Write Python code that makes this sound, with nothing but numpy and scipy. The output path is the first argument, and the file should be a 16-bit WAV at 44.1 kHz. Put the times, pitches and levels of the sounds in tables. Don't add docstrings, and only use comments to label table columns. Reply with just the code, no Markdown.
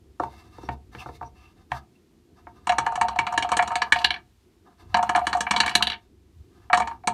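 import sys
import numpy as np
from scipy import signal
from scipy.fft import rfft, irfft, next_fast_len
from scipy.io import wavfile
from scipy.ndimage import map_coordinates

SR = 44100
rng = np.random.default_rng(int(sys.argv[2]) if len(sys.argv) > 2 else 0)


def store_wav(level_fs):
    pcm = np.round(np.clip(np.atleast_2d(level_fs), -1, 1) * 32767)
    wavfile.write(sys.argv[1], SR, pcm.T.astype(np.int16))


N = 314557
T = np.arange(SR // 4) / SR


def amp(db):
    return 10 ** (np.asarray(db) / 20)


def unit(x):
    return x / np.sqrt(np.mean(x ** 2, axis=-1, keepdims=True) + 1e-20)


def along(points, hz):
    f, v = np.transpose(points)
    return np.interp(np.log(hz + 1), np.log(f + 1), v)


def wobble(knots_per_s):
    knots = rng.standard_normal(int(N * knots_per_s / SR) + 4)
    return map_coordinates(knots, [np.arange(N) * knots_per_s / SR])


def filtered(x, response):
    m = next_fast_len(x.shape[-1] + SR // 2)
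    return irfft(rfft(x, m) * response(np.fft.rfftfreq(m, 1 / SR)), m)[..., :x.shape[-1]]


def noise(spectrum):
    return unit(filtered(rng.standard_normal(N), lambda hz: amp(along(spectrum, hz))))


def resonances(peaks):
    return lambda f: sum((-1) ** k * amp(db) * 1j * f * width / (hz * hz - f * f + 1j * f * width)
                         for k, (hz, width, db) in enumerate(peaks))


def gate(start, end, edge_s):
    t = np.arange(N) / SR
    return np.sin(np.pi / 2 * np.clip(np.minimum(t - start, end - t) / edge_s + .5, 0, 1)) ** 2


# t/s, level/dB
RUMBLE_LEVEL = [(0, -56), (.85, -50.5), (1.6, -55), (2.001, -66), (2.6, -54), (3, -48), (4.749, -62),
                (4.9, -40.5), (5.05, -53), (6.3, -57), (6.411, -43.5), (6.501, -53.5), (7.13, -53.5)]
# f/Hz, relative density/dB
RUMBLE_SPECTRUM = [(19, -42.5), (32, -11.5), (80, -3), (129, -17), (146, -25.5), (170, -21), (220, -55),
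                   (370, -120)]
DRONE_SPECTRUM = [(88, -40.5), (150, -8), (254, -4.5), (286, -8.5), (349, -1.5), (531, -21.5), (562, -27),
                  (700, -23), (910, -43.5), (1540, -120)]
HISS_SPECTRUM = [(350, -39.5), (600, -14.5), (944, -11.5), (1430, -16), (4050, -17.5), (14300, -27.5),
                 (16000, -32.5)]


def workshop():
    swell_db = np.interp(np.arange(N) / SR, *np.transpose(RUMBLE_LEVEL))
    rumble = amp(swell_db + 1.3 * wobble(7.5)) * noise(RUMBLE_SPECTRUM)
    drone = amp(-61 + 2.5 * wobble(17) + 1.5 * wobble(2.9)) * noise(DRONE_SPECTRUM)
    hiss = amp(-71.5 + 0.65 * wobble(4.1)) * noise(HISS_SPECTRUM)
    return rumble + drone + hiss


def ring(modes, spread_db, rise_s, rise_cycles):
    hz, db, t60 = np.transpose(modes)[:, :, None]
    strength, phase = rng.standard_normal((2, len(modes), 1))
    swell = (1 - np.exp(-T / (rise_s + rise_cycles / hz))) ** 2
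    decay = amp(db + spread_db * strength - 60 * T / t60)
    return decay * swell * np.sin(2 * np.pi * hz * T + 0.5 * phase)


# f/Hz, level within register/dB, t60/s
BOARD_MODES = [(724.5, 3.5, 0.13), (918.3, 0, 0.08), (968, 1, 0.048), (1076, -5.5, 0.071),
               (1174.6, -2, 0.044), (1278, -3, 0.039), (1432, -13.5, 0.063), (1687, 1, 0.03),
               (1725, 0, 0.033), (1835, -9.5, 0.089), (2150, -18, 0.025), (2278, 0.5, 0.033),
               (2833, 6, 0.042), (3050, -5, 0.078), (2977, 5.5, 0.054), (3155, -14.5, 0.092),
               (3370, -0.5, 0.074), (3920, 1, 0.024), (4190, 4.5, 0.017), (4510, -5.5, 0.029),
               (4620, -5, 0.03), (5600, -6.5, 0.02)]
# low/Hz, high/Hz, dense share/1, dense t60/s
REGISTERS = [(724.1, 820, 0.09, 0.1), (837, 1550, 0.2, 0.035), (1533, 2450, 0.7, 0.04),
             (2380, 4470, 0.9, 0.033), (5380, 8580, 0.96, 0.036), (9250, 11000, 0.9, 0.054)]


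def board_strike(register_db, dense, t60_scale, bright_hz):
    mode_hz, mode_db, mode_t60 = np.transpose(BOARD_MODES)
    damped = np.column_stack([mode_hz, mode_db, mode_t60 * t60_scale])
    spot_db = 1.8 + 1.3 * np.log2(mode_hz[:, None] / mode_hz[0])
    modes = ring(damped, spread_db=spot_db, rise_s=0.00041, rise_cycles=1.0)
    start = rng.integers(N - len(T))
    bands = []
    for db, (low, high, share, t60), haze in zip(register_db, REGISTERS, dense):
        inside = (mode_hz >= low) & (mode_hz < high)
        clear = modes[inside].sum(0) / (np.linalg.norm(amp(mode_db[inside])) or 1)
        blur = haze[start:start + len(T)] * amp(-60 * T / (t60 * t60_scale)) * (1 - np.exp(-T / 0.0013))
        bands.append(amp(db) * (np.sqrt(2 * (1 - share)) * clear + np.sqrt(share) * blur))
    bright = resonances([(bright_hz, 0.27 * bright_hz, -0.8)])
    return sum(bands[:2]) + filtered(sum(bands[2:]), lambda f: 0.81 + bright(f))


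def dense_ringing():
    def crowding(f):
        peaks = sum(amp(2 * min(db, 0)) / (1 + (2 * (f - hz) / (0.1 * hz)) ** 2) ** 2
                    for hz, db, _ in BOARD_MODES)
        treble = f > REGISTERS[-2][0]
        return np.sqrt(0.2 ** 2 + treble + peaks)

    bands = [noise([(low * 0.34, -45), (low, 0), (high, -3), (high * 1.49, -30), (high * 2, -70)])
             for low, high, *_ in REGISTERS]
    return unit(filtered(np.array(bands), crowding))


def register_levels(knock_db, boom_db, clack_db, tick_db, bright_hz):
    click_db = 3.5 + 0.68 * clack_db + 0.52 * tick_db
    air_db = -20.5 + 0.3 * clack_db + 0.91 * tick_db + 2 * np.log2(bright_hz / 8000)
    return knock_db + np.array([boom_db, 0, clack_db, click_db, tick_db, air_db])


# f/Hz, level/dB, t60/s
BASE_MODES = [(325, 13, 0.04), (454, 10.5, 0.051), (513, 5, 0.051)]
TABLE_MODES = [(70.6, -5.5, 0.26), (126.4, -10.5, .22), (216, 5.5, 0.057)]
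HEAVY_DB = [3, 6.5, -7.5]
# t/s, knock/dB, clack/dB re knock, tick/dB re knock, base/dB, table/dB
KNOCKS = [(0.198, -10, -24.5, -32, -31, -35), (0.235, -16, -19.5, -28, -59, -36),
          (0.582, -33, -23, -22, -44.5, -43), (0.632, -33.5, -29, -15, -45.5, -38.5),
          (0.688, -16, -5.5, -31, -35.5, -29), (0.949, -33, 0.5, -22, -47, -35.5),
          (1.06, -23, -33, -44, -43, -35), (1.089, -26.5, -22, -38, -47, -39),
          (1.212, -22, -36, -46, -47.5, -39.5), (1.227, -21.5, -18.5, -39, -52, -56),
          (1.717, -13, -9, -24, -47, -33), (2.469, -28.5, -11, -57, -56, -56)]


def knocks():
    boom_db, bright_hz = -9, 1680
    out, dense = np.zeros(N + SR), dense_ringing()
    table_modes = [(hz, db + change_db, t60) for (hz, db, t60), change_db in zip(TABLE_MODES, HEAVY_DB)]
    for s, knock_db, clack_db, tick_db, base_db, table_db in KNOCKS:
        base = ring(BASE_MODES, spread_db=4.5, rise_s=0.00069, rise_cycles=0.68).sum(0)
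        table = ring(table_modes, spread_db=3.0, rise_s=0.00057, rise_cycles=0.066).sum(0)
        register_db = register_levels(knock_db, boom_db, clack_db, tick_db, bright_hz)
        board = board_strike(register_db, dense, t60_scale=0.5, bright_hz=bright_hz)
        out[round(s * SR):][:len(T)] += board + amp(base_db) * base + amp(table_db) * table
    return out[:N]


# f/Hz, width/Hz, level/dB
EDGE_PEAKS = [(1764, 16, 0), (2120, 60, 5), (2690, 39, 4), (3640, 150, 2), (4520, 840, -9.5),
              (6260, 410, -6.5)]
# start/s, end/s, body/dB, edge hiss/dB
STROKES = [(0.2, 0.567, -58.5, -62.5), (0.565, 0.737, -52, -57), (0.933, 1.039, -49, -55),
           (1.061, 1.171, -65, -58.5), (1.199, 1.282, -61, -63), (1.35, 1.528, -63, -68.5),
           (1.571, 1.622, -56, -63.5), (1.715, 1.786, -44, -55.5), (1.946, 1.978, -71, -71),
           (2.358, 2.673, -64, -73.5), (2.699, 4.202, -47, -78), (4.662, 4.74, -57.5, -75),
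           (4.786, 4.952, -59.5, -67), (4.939, 5.955, -51, -72), (6.009, 6.076, -69, -70),
           (6.515, 6.691, -61, -71.5), (6.722, 6.971, -50.5, -72.5)]
# start/s, end/s, f/Hz, level/dB
SQUEAKS = [(0.634, 0.685, 5580, -58), (0.986, 1.022, 2695, -45), (1.254, 1.28, 5800, -54.5),
           (1.368, 1.514, 2690, -67.5), (1.955, 1.97, 2700, -65)]


def rubbing():
    grains = rng.standard_normal(N) * amp(0.82 * wobble(300) + 4.3 * wobble(30))
    low_peaks = [(hz, 6 / t60, db) for hz, db, t60 in BOARD_MODES if hz < 1800]
    body = unit(filtered(grains, resonances(low_peaks)))
    scrape = lambda hz: 0.27 * hz * hz / (hz * hz + 1800 ** 2) / (1 + (hz / 9000) ** 2)
    edge = unit(filtered(grains, lambda hz: resonances(EDGE_PEAKS)(hz) + scrape(hz)))
    out = sum(gate(start, end, edge_s=0.045) * (amp(body_db) * body + amp(edge_db) * edge)
              for start, end, body_db, edge_db in STROKES)
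    for start, end, hz, db in SQUEAKS:
        squeak = unit(filtered(grains, resonances([(hz, 0.019 * hz, 0)])))
        out += amp(db) * gate(start, end, edge_s=0.018) * squeak
    return out


def radiated(x, cutoff_hz=670):
    return signal.sosfilt(signal.butter(6, cutoff_hz, "high", fs=SR, output="sos"), x)


# t/s, knock/dB, then boom, clack, tick/dB re knock, favoured f/Hz
BALL_HITS = [(2.67, -16, -15, -8.5, -16, 8500), (2.693, -16.5, 6.5, 4, -12.5, 1700),
             (2.72, -15.5, -17, -10, -24, 6470), (2.743, -45.5, 4.5, -15, -30.5, 13400),
             (2.783, -8, -17, -11.5, -13.5, 1710), (2.864, -9.5, -14, -14, -25, 1710),
             (2.921, -21.5, -6.5, -35.5, -29, 7400), (2.955, -19.5, -20, -9.5, -10.5, 1700),
             (2.974, -24, 2, -26.5, -36, 7400), (3.012, -8.5, -9, -8, -20, 7600),
             (3.045, -30.5, 11.5, -22, -38.5, 13400), (3.083, -15, -53.5, -13.5, -19.5, 4540),
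             (3.159, -23.5, 2, -13.5, -25.5, 4600), (3.188, -12, -11.5, -7, -14.5, 2300),
             (3.267, -18, -5, -3, -19, 2300), (3.324, -19, -13.5, -26, -21, 7350),
             (3.338, -25.5, 3.5, -9.5, -24.5, 7400), (3.376, -15.5, -7, -2, -6, 1700),
             (3.424, -22, -6, 0, -5.5, 3050), (3.444, -20, -2.5, -26, -28.5, 3300),
             (3.49, -20.5, -16.5, -11, -19.5, 7400), (3.517, -10, -6, -8.5, -18, 8400),
             (3.532, -22, -8, 3, -30.5, 8700), (3.568, -18, -15, -1, -3.5, 8700),
             (3.591, -13.5, 0, 0, -35, 2300), (3.624, -16.5, -9.5, -9, -16.5, 8300),
             (3.675, -21.5, -22, -6, -12, 7000), (3.705, -21, 1.5, -14.5, -47, 7200),
             (3.717, -17.5, -5.5, -13.5, -29, 7400), (3.755, -22, 2, 6.5, -6.5, 8400),
             (3.818, -14.5, -30, 1.5, -16.5, 4680), (3.922, -13, -16, 2.5, -4.5, 1700),
             (3.957, -18, -2, -2.5, -22, 2300), (3.987, -38.5, -0.5, 8.5, -1, 4400),
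             (4.002, -28, -4.5, -5, -20, 13400), (4.015, -27, -22.5, -3, -18.5, 4860),
             (4.943, -10, -3, 0, -25, 4340), (4.968, -14, -11.5, -11, -21.5, 7450),
             (4.989, -19.5, 7.5, -6.5, -47.5, 13400), (5.027, -13, -2, -15, -20, 7200),
             (5.092, -8, -13, -10, -23.5, 8800), (5.149, -14, -1.5, -3.5, -27.5, 1700),
             (5.159, -10.5, -34.5, -9.5, -19.5, 8800), (5.174, -16.5, -1, -8.5, -33.5, 3300),
             (5.19, -19.5, -3, -11, -26.5, 8300), (5.214, -36.5, 16, -1.5, -41, 3400),
             (5.268, -15, -13, -1.5, -11.5, 8600), (5.295, -32, -17, -4, -14, 8500),
             (5.329, -13.5, -22, -3.5, -17, 4600), (5.348, -18, 2.5, -18, -24.5, 7200),
             (5.369, -23, 1, -15.5, -15, 7400), (5.406, -18, -18, -7, -0.5, 1700),
             (5.467, -22, -4, 3.5, -43.5, 2300), (5.509, -10, -20.5, -4.5, -8.5, 1700),
             (5.537, -17.5, -4.5, -5.5, -28.5, 6000), (5.562, -17.5, -17.5, 2.5, -9, 4200),
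             (5.577, -22, -3.5, -23.5, -16.5, 7600), (5.602, -16.5, -9.5, 7.5, -2.5, 4200),
             (5.633, -16, -10, -5, -30.5, 2300), (5.661, -23, -23.5, 6, -5, 11100),
             (5.678, -19.5, -31.5, 1.5, -14, 2300), (5.693, -31, -26, 6.5, -1, 11400),
             (5.711, -27, -22.5, -0.5, -38.5, 11400), (5.739, -41.5, -8.5, 8, -16, 13400),
             (5.806, -19, -8.5, -17, -38, 12000), (6.699, -21, 1, -10.5, -63, 3300),
             (6.73, -5.5, -1, -2.5, -22, 1700), (6.744, -26.5, -0.5, 8.5, -7, 8250),
             (6.773, -12, -7, -14.5, -11.5, 1700), (6.8, -13.5, -4, -9, -20.5, 7800),
             (6.819, -22, -4, -4.5, -22, 2200), (6.873, -18, -32, -8.5, -24, 7200),
             (6.911, -29, -19, -7, -40, 7200), (7.036, -41, 10.5, -6, -31, 11700),
             (7.073, -11, -6, -4, -11, 8500)]


def ball_clatter():
    board, thud, dense = np.zeros(N + SR), np.zeros(N + SR), dense_ringing()
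    hits = [(s, register_levels(*levels, hz), 1, hz) for s, *levels, hz in BALL_HITS]
    support_gain = amp([-24] * len(BASE_MODES) + [-16] * len(TABLE_MODES))[:, None]
    for s, register_db, t60_scale, bright_hz in hits + slot_bounces():
        nudge = ring(BASE_MODES + TABLE_MODES, spread_db=4.0, rise_s=0.000096, rise_cycles=0.3)
        nudge_db = (register_db[1] + register_db[4]) / 2
        board[round(s * SR):][:len(T)] += board_strike(register_db, dense, t60_scale, bright_hz)
        thud[round(s * SR):][:len(T)] += amp(nudge_db) * (support_gain * nudge).sum(0)
    return radiated(board[:N]) + thud[:N]


# start/s, end/s, hum/dB, rattle/dB
ROLLS = [(2.705, 3.353, -40, -59.5), (3.354, 3.865, -37, -53.5), (3.941, 4.03, -48, -43),
         (4.944, 5.53, -37, -59.5), (5.527, 5.746, -37, -45), (6.724, 6.936, -43, -67.5)]


def rolling():
    bumps = rng.standard_normal(N) * amp(2.7 * wobble(120) + 1.2 * wobble(14))
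    hum_hz, _, hum_t60 = BOARD_MODES[0]
    hum = unit(filtered(bumps, resonances([(hum_hz, 2.6 / hum_t60, 0)])))
    upper_peaks = [(hz, 8 / t60, db) for hz, db, t60 in BOARD_MODES if 1800 < hz < 4700]
    rattle = unit(filtered(bumps, resonances(upper_peaks)))
    return sum(gate(start, end, edge_s=0.05) * (amp(hum_db) * hum + amp(rattle_db) * rattle)
               for start, end, hum_db, rattle_db in ROLLS)


# t/s, level/dB, first flight/s, flight ratio/1, loss per bounce/dB, treble/dB,
# favoured f/Hz, f ratio/1
LANDINGS = [(4.044, -3.5, .061, .58, 11, -8, 3863, .78), (5.752, -4.5, .072, .64, 6, 6.5, 4020, .97)]
LANDING_CONTACTS = [5, 8]
SLOT_COLOUR_DB = [-16, -11, -5, -0.3, -14.5, -21]
SLOT_DULLING_DB = [-1.5, -1, -2.36, -1.33, 3.5, 3]


def slot_bounces():
    t60_scale = 0.8
    treble = np.arange(len(REGISTERS)) >= 4
    contacts = []
    for landing, count in zip(LANDINGS, LANDING_CONTACTS):
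        s, db, flight_s, flight_ratio, loss_db, treble_db, hz, hz_ratio = landing
        first_db = db + np.array(SLOT_COLOUR_DB) + treble_db * treble
        for k in range(count):
            delay_s = flight_s * (1 - flight_ratio ** k) / (1 - flight_ratio)
            register_db = first_db - k * (loss_db + np.array(SLOT_DULLING_DB))
            contacts.append((s + delay_s, register_db, t60_scale, hz * hz_ratio ** k))
    return contacts


# f/Hz, t60/s
ROOM_T60 = [(200, 0.41), (1000, 0.18), (4000, 0.12), (12000, 0.08)]


def walls(x):
    hz, t, spectra = signal.stft(rng.standard_normal(SR // 2), SR, nperseg=256)
    decay = amp(-60 * t / along(ROOM_T60, hz)[:, None])
    _, tail = signal.istft(spectra * decay, SR, nperseg=256)
    return signal.fftconvolve(np.pad(x, (150, 0)), tail / np.linalg.norm(tail))[:N]


def scene():
    board = ball_clatter() + radiated(rolling() + rubbing()) + knocks()
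    return (board + amp(-9.5) * walls(board) + workshop())[None]


def record(dry):
    low_hz, high_hz, limit_hz = 42, 15300, 16300
    ceiling, knee = 0.98, 6
    mic = filtered(dry, lambda hz: hz ** 3 / (hz ** 3 + low_hz ** 3) / (1 + (hz / high_hz) ** 30))
    soft = mic / (1 + np.abs(mic / ceiling) ** knee) ** (1 / knee)
    return filtered(soft, lambda hz: hz < limit_hz)


dry = scene()
out = record(dry)
store_wav(out)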